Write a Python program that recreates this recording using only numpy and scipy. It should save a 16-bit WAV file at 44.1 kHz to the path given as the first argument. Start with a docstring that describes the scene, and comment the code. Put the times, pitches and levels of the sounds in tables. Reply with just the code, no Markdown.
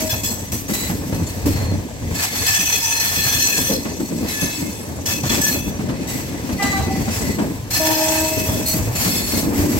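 """A passenger train rolls slowly over jointed rails and points, heard from an open carriage door.
The carriage is rumbling filtered noise, and each joint adds a short damped knock. Wheel flanges rub
the rail: noise rings the wheel modes in bursts of hiss. Single modes sing out as narrow noise tones.
A coupling creaks in wavering partials, and so does the horn ahead: first the tail of one blast,
later a whole one. The far wheels hiss steadily behind it all."""
import sys
import numpy as np
from scipy import signal
from scipy.fft import rfft, irfft
from scipy.io import wavfile
from scipy.ndimage import uniform_filter1d

SR = 44100
rng = np.random.default_rng(int(sys.argv[2]) if len(sys.argv) > 2 else 0)


def boost_factor(decibels):
    """Convert a level in decibels to a linear amplitude factor."""
    exponent = np.asarray(decibels, float) / 20
    return 10 ** exponent


def store_pcm(level_fs):
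    """Save levels as 16-bit WAV."""
    pcm = np.round(np.clip(level_fs, -1, 1) * 32767).astype(np.int16)
    wavfile.write(sys.argv[1], SR, np.atleast_2d(pcm).T)


N = 431738   # length in samples

# carriage on the rails: t/s, rumble level/dB before each register's own offset,
# how much more the body drums than the underframe booms/dB
ROLLING = [(0.0, -26, -1), (0.57, -32.5, -4), (0.98, -27.5, 3), (1.45, -28.5, -11), (1.61, -25, -8),
           (1.85, -30.5, -1), (2.7, -34.5, -6.5), (3.57, -31.5, 4), (3.79, -29.5, 2), (4.71, -31.5, 0.5),
           (5.31, -26.5, 3.5), (7.28, -24, -1.5), (7.55, -29, -8.5), (7.74, -29, -5), (7.99, -30.5, -4.5),
           (9.38, -24.5, 2), (9.57, -26.5, 5), (9.79, -24, 0)]
# colour of underframe, body and wheel roar: f/Hz, relative level per Hz/dB
UNDERFRAME_COLOUR = [(15, -47), (25, -13), (92, 1), (170, -8.5), (220, -52), (370, -120)]
BODY_COLOUR = [(88, -5), (150, -12), (167, -3), (286, -1.5), (361, -9), (470, -16.5), (610, -15.5),
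               (1030, -120)]
ROAR_COLOUR = [(250, -33), (430, 1), (813, -6.5), (918, -4.5), (1400, -17.5), (1710, -11), (2000, -19.5),
               (2600, -18), (4400, -120)]
# wheels knocking over joints: t/s, knock level/dB before a common trim, ring f/Hz,
# level of the shudder after the knock/dB, length of the shudder/s
JOINT_KNOCKS = [(0.125, -10, 111, -30, 0.024), (0.229, -32, 91, -29, .03), (0.31, -17, 220, -34, 0.031),
                (0.524, -18, 96, -18.5, 0.019), (0.688, -9.5, 229, -26.5, 0.1), (.82, -27, 91, -25, 0.072),
                (0.894, -7, 175, -24, .12), (0.994, -28, 131, -32, 0.036), (1.122, -11, 163, -20, 0.11),
                (1.22, -27, 100, -33, 0.035), (1.355, -21, 153, -27, 0.14), (1.45, -28, 112, -17, 0.09),
                (1.62, -34, 100, -21.5, 0.16), (1.71, -22, 188, -19, 0.064), (1.928, -41, 109, -33, 0.044),
                (2.009, -45, 104, -24, 0.084), (2.107, -20, 168, -23.5, 0.077),
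                (2.309, -23, 232, -33, 0.087), (2.4, -14, 99, -24, 0.035), (2.492, -16, 105, -38, .03),
                (2.586, -17, 186, -28, 0.069), (2.85, -31, 89, -34, .04), (3.109, -19, 80, -30, .03),
                (3.172, -16.5, 186, -30, .04), (3.253, -15, 125, -33, .04), (3.346, -21, 97, -25, 0.036),
                (3.578, -21, 147, -18, 0.024), (3.694, -23, 232, -17, 0.028), (3.77, -34, 200, -25, 0.022),
                (3.85, -9, 223, -19.5, 0.042), (3.997, -14, 327, -26, 0.023),
                (4.109, -15.5, 330, -22.5, 0.12), (4.223, -20, 245, -19.5, 0.031),
                (4.417, -8, 173, -18, 0.029), (4.615, -18, 284, -23.5, 0.06), (4.863, -40, 83.4, -28, 0.13),
                (5.081, -13, 95.5, -41, .05), (5.234, -6.5, 143, -24.5, 0.062),
                (5.294, -9.5, 217, -20.5, 0.099), (5.43, -13, 119, -35, .04), (5.541, -12, 227, -20, 0.023),
                (5.66, -27, 139, -21.5, 0.065), (5.788, -13, 200, -20.5, 0.064),
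                (5.886, -8.5, 129, -27, .05), (6.34, -26, 232, -40, 0.037), (6.488, -10.5, 258, -37, 0.03),
                (6.637, -8, 250, -22.5, 0.18), (6.79, -9, 117, -17.5, 0.035), (6.86, -15, 252, -21, .04),
                (6.98, -32, 95, -17.5, 0.024), (7.075, -6.5, 219, -24, 0.028),
                (7.12, -13.5, 100, -34, 0.026), (7.205, -10, 225, -20.5, 0.084),
                (7.29, -29, 180, -19, 0.028), (7.383, -6.5, 310, -20, 0.1), (7.733, -24, 107, -26, 0.045),
                (8.366, -15, 200, -17, 0.034), (8.484, -25, 189, -18, 0.12), (8.733, -19, 185, -18, 0.024),
                (8.783, -31, 103, -18, 0.11), (8.982, -16, 99.6, -30, 0.061), (9.06, -7, 180, -23.5, 0.11),
                (9.331, -9.5, 224, -19.5, 0.3), (9.53, -11, 244, -34, 0.071), (9.59, -30, 100, -16, 0.028),
                (9.64, -20, 267, -18, 0.11), (9.73, -18, 160, -18.5, 0.046)]
# ringing modes of three wheels: f/Hz, width/Hz before widening, relative level/dB
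NEAR_WHEEL_MODES = [(1764, 50, -0.5), (2573, 107, -1.5), (3000, 95, -12), (3387, 92, -5.5), (4235, 100, -6),
                    (5127, 103, -5), (6022, 106, -1), (6860, 130, -8), (7730, 130, -4.5), (8550, 62, -9.5),
                    (9460, 190, -21.5), (10200, 180, -16), (11060, 99, -13.5), (12000, 110, -5.5),
                    (13350, 84, -7.5), (13800, 63, -14)]
SECOND_WHEEL_MODES = [(1727, 50, -6.5), (2133, 16, 0.5), (2573, 36, -4), (3470, 88, -10.5),
                      (3930, 59, -9.5), (4390, 69, -3.5), (5260, 73, -3.5), (6235, 48, -0.5),
                      (7140, 72, -2.5), (7947, 140, -5.5), (9660, 130, -7), (10700, 87, -10),
                      (11600, 160, -7), (12800, 120, -16)]
THIRD_WHEEL_MODES = [(1994, 120, 7), (2500, 90, -3), (2830, 120, -4), (3320, 26, -21), (3790, 24, -4.5),
                     (4590, 55, -4.5), (4760, 55, -8.5), (6000, 71, -1.5), (6750, 170, -3.5),
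                     (7890, 140, 0), (11700, 34, -19)]
# flange touches, one list for each of the three wheels: start t/s, end t/s, start level/dB,
# end level/dB, weight of the low modes/dB
FLANGE_CONTACTS = [
    [(.092, .14, -17, -23, -7), (.2305, .32, -19, -24.5, -7), (.5176, .53, -12, -23.5, -10),
     (1.1403, 1.16, -25, -35, -4), (1.4541, 1.48, -22.5, -29.5, -5), (2.4594, 2.72, -17.5, -21.5, -2.5),
     (2.72, 3.32, -21, -20.5, -3.5), (3.32, 3.7, -18, -20.5, -5.5), (5.055, 5.13, -19.5, -23, -3),
     (5.2294, 5.27, -28.5, -27, -0.5), (5.2894, 5.35, -23, -24.5, 3), (5.4094, 5.5, -19.5, -18, -7),
     (5.53, 5.75, -27, -49, -7), (7.702, 7.76, -21, -18, -4.5), (7.76, 8.26, -19, -25, -4),
     (8.26, 8.6, -27.5, -27, -12)],
    [(0, .07, -22, -27, -9), (1.26, 1.29, -33, -37, -8), (2.143, 2.24, -29, -23.5, 0),
     (2.24, 2.45, -36, -26.5, -0.5), (4.2792, 4.4, -25.5, -29, -4), (4.4, 4.8, -25.5, -39.5, -3.5),
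     (6.08, 6.25, -31, -46, -8), (7.1, 7.28, -31, -31.5, -2.5), (8.9494, 9.16, -24.5, -21, -3.5),
     (9.16, 9.38, -29.5, -22, -5.5)],
    [(.678, .73, -27, -27.5, -6), (.73, .87, -21.5, -26.5, -5), (6.0694, 6.2, -29.5, -28.5, -3),
     (6.62, 6.95, -31, -46.5, 5.5), (6.95, 7.4, -36, -42, -0.5), (8.6557, 8.71, -18, -17.5, -15.5),
     (9.54, 9.79, -30, -29, -3)],
]
# light rubbing that never stops: t/s, level/dB before it is shared between the wheels,
# weight of the low modes/dB, plain rasp against ringing/dB
LIGHT_RUBBING = [(0, -31.5, 4.5, 10), (.15, -33.5, -7, -7.5), (.64, -41, -6, 6), (.95, -35.5, -5, 7),
                 (1.25, -41, -2.5, 0), (1.6, -37, 2, 4), (1.95, -48, -5, -4), (2.15, -37.5, 1, 3),
                 (2.5, -27, -3, -3.5), (3.7, -34, -15, -2), (3.9, -35.5, -3, -8), (4.1, -34, -13.5, -5),
                 (4.3, -34.5, 3.5, 1), (5.03, -40, -16, -4), (5.5, -36, -13, 3), (5.92, -47, 8, 4),
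                 (6.3, -39.5, 3, 3), (7.3, -34, -2, 2), (7.66, -45.5, -6, 3.5), (8.15, -27.5, -2.5, -1.5),
                 (8.85, -31.5, -3, 7), (9.2, -35.5, -1, 0), (9.79, -36, -11, 11.5)]
# colour of the plain hiss between the modes: f/Hz, relative level per Hz/dB
RASP_COLOUR = [(700, -13.5), (1400, -17.5), (2300, -13), (3700, -20.5), (5600, -8), (8100, 1.5), (9200, -4),
               (10000, -2), (11200, 4.5), (13000, 7.5), (14500, 1), (17000, 10.5)]
# modes of wheels and frame that can lock into a narrow tone: f/Hz
SINGING_MODES = (97, 290, 510, 870, 920, 955, 1010, 1650, 1735, 1997, 2600, 3410, 3985, 4270, 4385, 4680,
                 6000)
# when they sing, one list per mode: start t/s, end t/s, level/dB before evening and fades, width/Hz
SINGING_TIMES = [
    [(1.42, 1.66, -20, 14), (6.8, 7.05, -31, 15), (8.74, 8.92, -21.5, 33)],
    [(3.98, 4.06, -27, 50), (4.56, 4.7, -26.5, 45), (9.4, 9.75, -25.5, 60)],
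    [(3.68, 3.796, -24.5, 73)],
    [(7.848, 8.26, -28.5, 50)],
    [(2.802, 3.04, -31.5, 34.5)],
    [(.04, .4, -45, 50), (4.385, 4.68, -42, 25)],
    [(7.45, 7.653, -46, 30)],
    [(.09, .14, -35, 39), (3.2, 3.69, -33, 13)],
    [(4.296, 4.52, -31.5, 32.4), (5.41, 5.52, -23.5, 30)],
    [(6.576, 6.8, -22.5, 20), (6.8, 7.0, -35.5, 18), (7.199, 7.367, -35.5, 49)],
    [(4.3, 4.6, -33.5, 40), (5.06, 5.22, -33, 50), (5.49, 5.7, -37.5, 55), (8.1, 8.5, -31, 60)],
    [(.09, .136, -27, 80), (4.3, 4.6, -41, 46.3), (5.06, 5.18, -33.5, 46.3), (5.3, 5.38, -35, 53),
     (5.5, 5.74, -43, 50.93)],
    [(.72, .9, -33, 160), (6.6, 6.9, -37, 45)],
    [(1.5, 1.77, -39, 50), (8.648, 8.75, -27, 90)],
    [(2.274, 2.5, -39, 60), (8.97, 9.45, -32, 75.6)],
    [(6.55, 7.4, -47, 60)],
    [(5.514, 5.814, -40, 60)],
]
# pulses of the coupling creak: start t/s, end of the strain t/s, level/dB before the partial's own,
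# dying away/(dB/s), reference partial f/Hz
CREAK_PULSES = [(6.587, 6.644, -27, 130, 798), (6.718, 6.8, -31, 200, 780), (6.88, 6.943, -35.5, 104, 774)]
# multiple of the reference partial, relative level/dB
CREAK_PARTIALS = [(1, 0), (1.5, -4), (2, -4), (3, -9), (3.5, -8), (4, -9), (4.5, -14)]
# extra brightness of each creak pulse: dB per step of 1 in the multiple, away from the reference
CREAK_BRIGHTNESS = (-3.5, -4, -38)
# horn blasts: start t/s, end of the blowing t/s, level/dB before the partial's own, dying away/(dB/s)
HORN_BLASTS = [(-.05, 0.037, -26, 90), (7.79, 8.223, -27.5, 32)]
# partials of the fading and of the whole blast: multiple of the reference partial, relative level/dB
FADING_HORN_PARTIALS = [(1, -4), (1.5, -20)]
WHOLE_HORN_PARTIALS = [(.5, -1), (1, 3), (1.5, -5.5), (2, -25), (2.5, -24), (3, -30)]
# colour of the far wheels' hiss: f/Hz, relative level per Hz/dB
FAR_WHEEL_COLOUR = [(900, -14), (1300, -14.5), (2000, -2.5), (3000, -3.5), (4500, -5.5), (6000, -4.5),
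                    (8000, -7), (9000, -12), (12000, -10), (16500, -20)]
# how alike left and right are: f/Hz, likeness from 0 to 1
LEFT_RIGHT_LIKENESS = [(30, .72), (90, .88), (300, .74), (700, .66), (1400, .42), (3000, .3), (6000, .2),
                       (12000, .12)]


def rms_one(x):
    """Scale a sound to an average strength (rms) of 1."""
    return x / np.sqrt(np.mean(x ** 2) + 1e-20)


def in_time(rows):
    """Draw straight lines between table rows: one value per sample for each column."""
    s, *columns = np.transpose(rows)
    return [np.interp(np.arange(N) / SR, s, column) for column in columns]


def at_hz(points, hz):
    """Read a frequency table on a log-frequency axis."""
    table_hz, values = np.array(points).T
    return np.interp(np.log(hz), np.log(table_hz), values)


def drift(rate_hz):
    """Random wandering of spread 1: sparse noise smoothed twice, so only slow changes remain."""
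    step = 40   # samples between the random draws
    r = np.exp(-2 * np.pi * rate_hz * step / SR)
    noise = rng.standard_normal(N // step + 2002)
    slow = signal.lfilter([1], [1, -2 * r, r * r], noise)[2000:]   # skip the settling
    return np.interp(np.arange(N) / step, np.arange(len(slow)), rms_one(slow))


def resonate(x, hz, width):
    """Two-pole resonance: lets through a band around hz, with gain 1 at its top."""
    r = np.exp(-np.pi * max(width, 2) / SR)
    poles = [1, -2 * r * np.cos(2 * np.pi * hz / SR), r * r]
    return signal.lfilter([(1 - r * r) / 2, 0, (r * r - 1) / 2], poles, x)


def resonate_twice(x, hz, width):
    """Two equal resonances in a row, which gives the band steeper sides."""
    return resonate(resonate(x, hz, width), hz, width)


def coloured(spectrum):
    """Two unrelated noises shaped by a spectrum that falls away steeply outside its ends; rms 1."""
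    hz = np.maximum(np.fft.rfftfreq(N, 1 / SR), 1)
    octaves_below = np.maximum(np.log2(spectrum[0][0] / hz), 0)
    octaves_above = np.maximum(np.log2(hz / spectrum[-1][0]), 0)
    shape_db = at_hz(spectrum, hz) - 33 * (octaves_below + octaves_above)
    return rms_one(irfft(rfft(rng.standard_normal((2, N))) * boost_factor(shape_db), N))


def held(start, end, start_db, end_db, fall_db_per_s, rise):
    """Power of an event: a rise, a level sliding from start to end, then a steady fall."""
    t = np.arange(N) / SR
    first = max(round(start * SR), 0)
    last = round((end + 60 / max(fall_db_per_s, 20)) * SR)
    t = t[first:last]
    level_db = np.interp(t, [start, end], [start_db, end_db]) - fall_db_per_s * np.maximum(t - end, 0)
    out = np.zeros(N)
    out[first:last] = (boost_factor(level_db) * np.clip((t - start) / max(rise, 1e-4), 0, 1)) ** 2
    return out


def split(x):
    """Part the sound at 4500 Hz into its high and low modes, each scaled to rms 1."""
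    filters = [signal.butter(4, 4500, side, fs=SR, output="sos") for side in ("high", "low")]
    return [rms_one(signal.sosfilt(sos, x)) for sos in filters]


def carriage():
    """Lumpy rumble in three registers; low knocks shake the underframe, higher ones the body."""
    deep_db, body_db, roar_db = -4.5, -2.5, -9   # offsets against the rumble
    roar_follows = 0.44   # share of the rumble's swing
    body_from_hz, blend_octaves, shudder_roar_db = 135, 1, -13.5
    rumble_db, drum_db = in_time(ROLLING)
    mean_db = rumble_db.mean()
    deep = boost_factor(rumble_db + deep_db - drum_db / 2) ** 2
    body = boost_factor(rumble_db + body_db + drum_db / 2) ** 2
    roar = boost_factor(roar_db + mean_db + roar_follows * (rumble_db - mean_db)) ** 2
    for s, _, hz, db, length in JOINT_KNOCKS:
        shudder = held(s, s + length, db, db - 4, 180, rise=0.0067)
        body_share = np.clip(0.5 + np.log2(hz / body_from_hz) / blend_octaves / 2, 0, 1)
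        deep = deep + (1 - body_share) * shudder
        body = body + body_share * shudder
        roar = roar + boost_factor(shudder_roar_db) ** 2 * shudder
    shared_lumps = drift(50)
    out = 0
    for power, spectrum, lumpy_db in ((deep, UNDERFRAME_COLOUR, 1.5), (body, BODY_COLOUR, 2.5),
                                      (roar, ROAR_COLOUR, 2.5)):
        lumps = boost_factor(lumpy_db * (0.1 * shared_lumps + drift(16.4)))
        out = out + np.sqrt(power) * lumps * coloured(spectrum)
    return out


def knocks():
    """Each joint gives a short damped ring of the floor and a dull clack of filtered noise."""
    out = np.zeros((2, N + SR))
    t = np.arange(SR // 5) / SR
    rise = 1 - np.exp(-t / 0.0052)
    phases = rng.uniform(0, 2 * np.pi, (len(JOINT_KNOCKS), 2))
    for (s, db, hz, *_), phase in zip(JOINT_KNOCKS, phases):
        ring = np.sin(2 * np.pi * hz * t + phase[:, None]) * np.exp(-t / 0.017)
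        clack = resonate(rng.standard_normal((2, len(t))), 540, 680) * boost_factor(1.5) * np.exp(-t / 0.023)
        first = round(s * SR)
        out[:, first:first + len(t)] += boost_factor(db - 2.5) * rise * (ring + clack)
    return out[:, :N]


def wheel(modes, rub, fade_db):
    """Rubbing noise rings every mode of a wheel; each mode swells and fades by itself."""
    widening = 1.44
    out = 0
    for hz, width, db in modes:
        fading = boost_factor(db + fade_db * drift(4.4))
        out = out + fading * resonate_twice(rub, hz, width * widening)
    return rms_one(out)


def flanges():
    """Each wheel rings and rasps while its flange touches the rail, then rings out."""
    bite_s, ring_out_db_per_s, flutter_db = 0.0075, 139, 0.5
    graze_db, graze_low_db, rasp_db = in_time(LIGHT_RUBBING)
    rub = rng.standard_normal((2, N)) * boost_factor(2.03 * drift(57))   # gritty contact
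    flutter = boost_factor(flutter_db * drift(3.0))
    # each wheel gets a third of the light rubbing's power
    graze_high = boost_factor(graze_db) ** 2 / 3
    graze_low = boost_factor(graze_db + graze_low_db) ** 2 / 3
    ringing, total_power = 0, 0
    wheels = (NEAR_WHEEL_MODES, SECOND_WHEEL_MODES, THIRD_WHEEL_MODES)
    for contacts, modes in zip(FLANGE_CONTACTS, wheels):
        high, low = graze_high, graze_low
        for start, end, start_db, end_db, low_db in contacts:
            touch = held(start, end, start_db, end_db, ring_out_db_per_s, rise=bite_s)
            high = high + touch
            low = low + touch * boost_factor(low_db) ** 2
        power = np.array([high, low])
        parts = split(wheel(modes, rub, fade_db=3.0))
        ringing = ringing + sum(np.sqrt(p) * part for p, part in zip(power, parts))
        total_power = total_power + power
    rasp = sum(np.sqrt(p) * part for p, part in zip(total_power, split(coloured(RASP_COLOUR))))
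    rough_rasp = boost_factor(rasp_db + 2.3 * drift(19)) * rasp
    return flutter * (ringing + rough_rasp) / np.sqrt(1 + boost_factor(rasp_db) ** 2)


def singing():
    """Narrow rough tones swell and fade; a locked mode holds its strength, so the level is evened."""
    out = np.zeros((2, N))
    for hz, times in zip(SINGING_MODES, SINGING_TIMES):
        for start, end, db, width in times:
            first, last = round(start * SR), min(round(end * SR), N)
            length = last - first
            ring = rms_one(resonate_twice(rng.standard_normal((2, SR)), hz, width))
            ring = ring[:, 2000:2000 + length]   # skip the build-up
            ring = ring / np.sqrt(uniform_filter1d(ring ** 2, size=600) + 0.026)
            out[:, first:last] += boost_factor(db) * signal.windows.tukey(length, 0.3) * ring
    return out


def tone(start, end, db, fall_db_per_s, hz, partials, attack, bright_db, dulls_db_per_s, wobble_db, jitter):
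    """Wavering partials are held, then die away, those far from the reference fastest.
    Left and right hear them a little out of step."""
    tilt_db = bright_db - dulls_db_per_s * np.clip(np.arange(N) / SR - end, 0, 0.4)
    phase = 2 * np.pi * np.cumsum(hz * (1 + jitter * drift(29))) / SR
    sides = np.array([[1], [-1]])
    out = 0
    for k, partial_db in partials:
        wobble = wobble_db * np.array([drift(11), drift(40)])   # left, right
        waver = boost_factor(partial_db + tilt_db * abs(k - 1) + wobble)
        out = out + waver * np.sin(k * phase + rng.uniform(0, 3.4) + 0.082 * k * sides)
    return np.sqrt(2 * held(start, end, db, db, fall_db_per_s, rise=attack)) * out


def coupling_creak():
    """A strained coupling creaks in short pulses of wavering partials."""
    return sum(tone(*pulse, CREAK_PARTIALS, attack=0.022, bright_db=bright_db, dulls_db_per_s=50,
                    wobble_db=7.0, jitter=0.00143)
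               for pulse, bright_db in zip(CREAK_PULSES, CREAK_BRIGHTNESS))


def horn_ahead():
    """The horn sounds steady wavering partials around 631.7 Hz that dull as they die away."""
    return sum(tone(*blast, 631.7, partials, attack=0.021, bright_db=5, dulls_db_per_s=105,
                    wobble_db=4.0, jitter=0.0032)
               for blast, partials in zip(HORN_BLASTS, (FADING_HORN_PARTIALS, WHOLE_HORN_PARTIALS)))


def far_wheels():
    """The far wheels blend into a steady hiss of coloured noise."""
    return boost_factor(-42) * coloured(FAR_WHEEL_COLOUR)


def stereo(pair):
    """The right side hears the first sound late, mixed with more of the unrelated one toward the treble."""
    lag_s = 0.00024
    hz = np.maximum(np.fft.rfftfreq(N, 1 / SR), 1)
    alike = np.clip(at_hz(LEFT_RIGHT_LIKENESS, hz), 0, 1)
    first, second = rfft(pair)
    late = first * np.exp(-2j * np.pi * hz * lag_s)
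    right = alike * late + np.sqrt(1 - alike ** 2) * second
    return np.array([pair[0], irfft(right, N)])


def scene():
    """Add creak and horn to the rolling train, with the left side slightly louder."""
    rolling = carriage() + knocks() + flanges() + singing() + far_wheels()
    balance_db = np.array([[0.5], [-0.5]])   # left, right
    return (stereo(rolling) + coupling_creak() + horn_ahead()) * boost_factor(balance_db)


def top_cut(x):
    """Nothing passes above the cut-off."""
    return signal.sosfilt(signal.butter(12, 16760, fs=SR, output="sos"), x)


def record(dry):
    """The microphone drops the deepest bass; the loudest peaks are softly rounded, then the top is cut steeply."""
    low_cut_hz, top_cut_hz = 39, 15870
    dry = signal.sosfilt(signal.butter(2, low_cut_hz, "high", fs=SR, output="sos"), dry)
    dry = 0.9 * np.tanh(dry / 0.9)
    dry = signal.sosfilt(signal.ellip(12, 0.5, 60, top_cut_hz, fs=SR, output="sos"), dry)
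    return top_cut(dry)


dry = scene()
out = record(dry)
store_pcm(out)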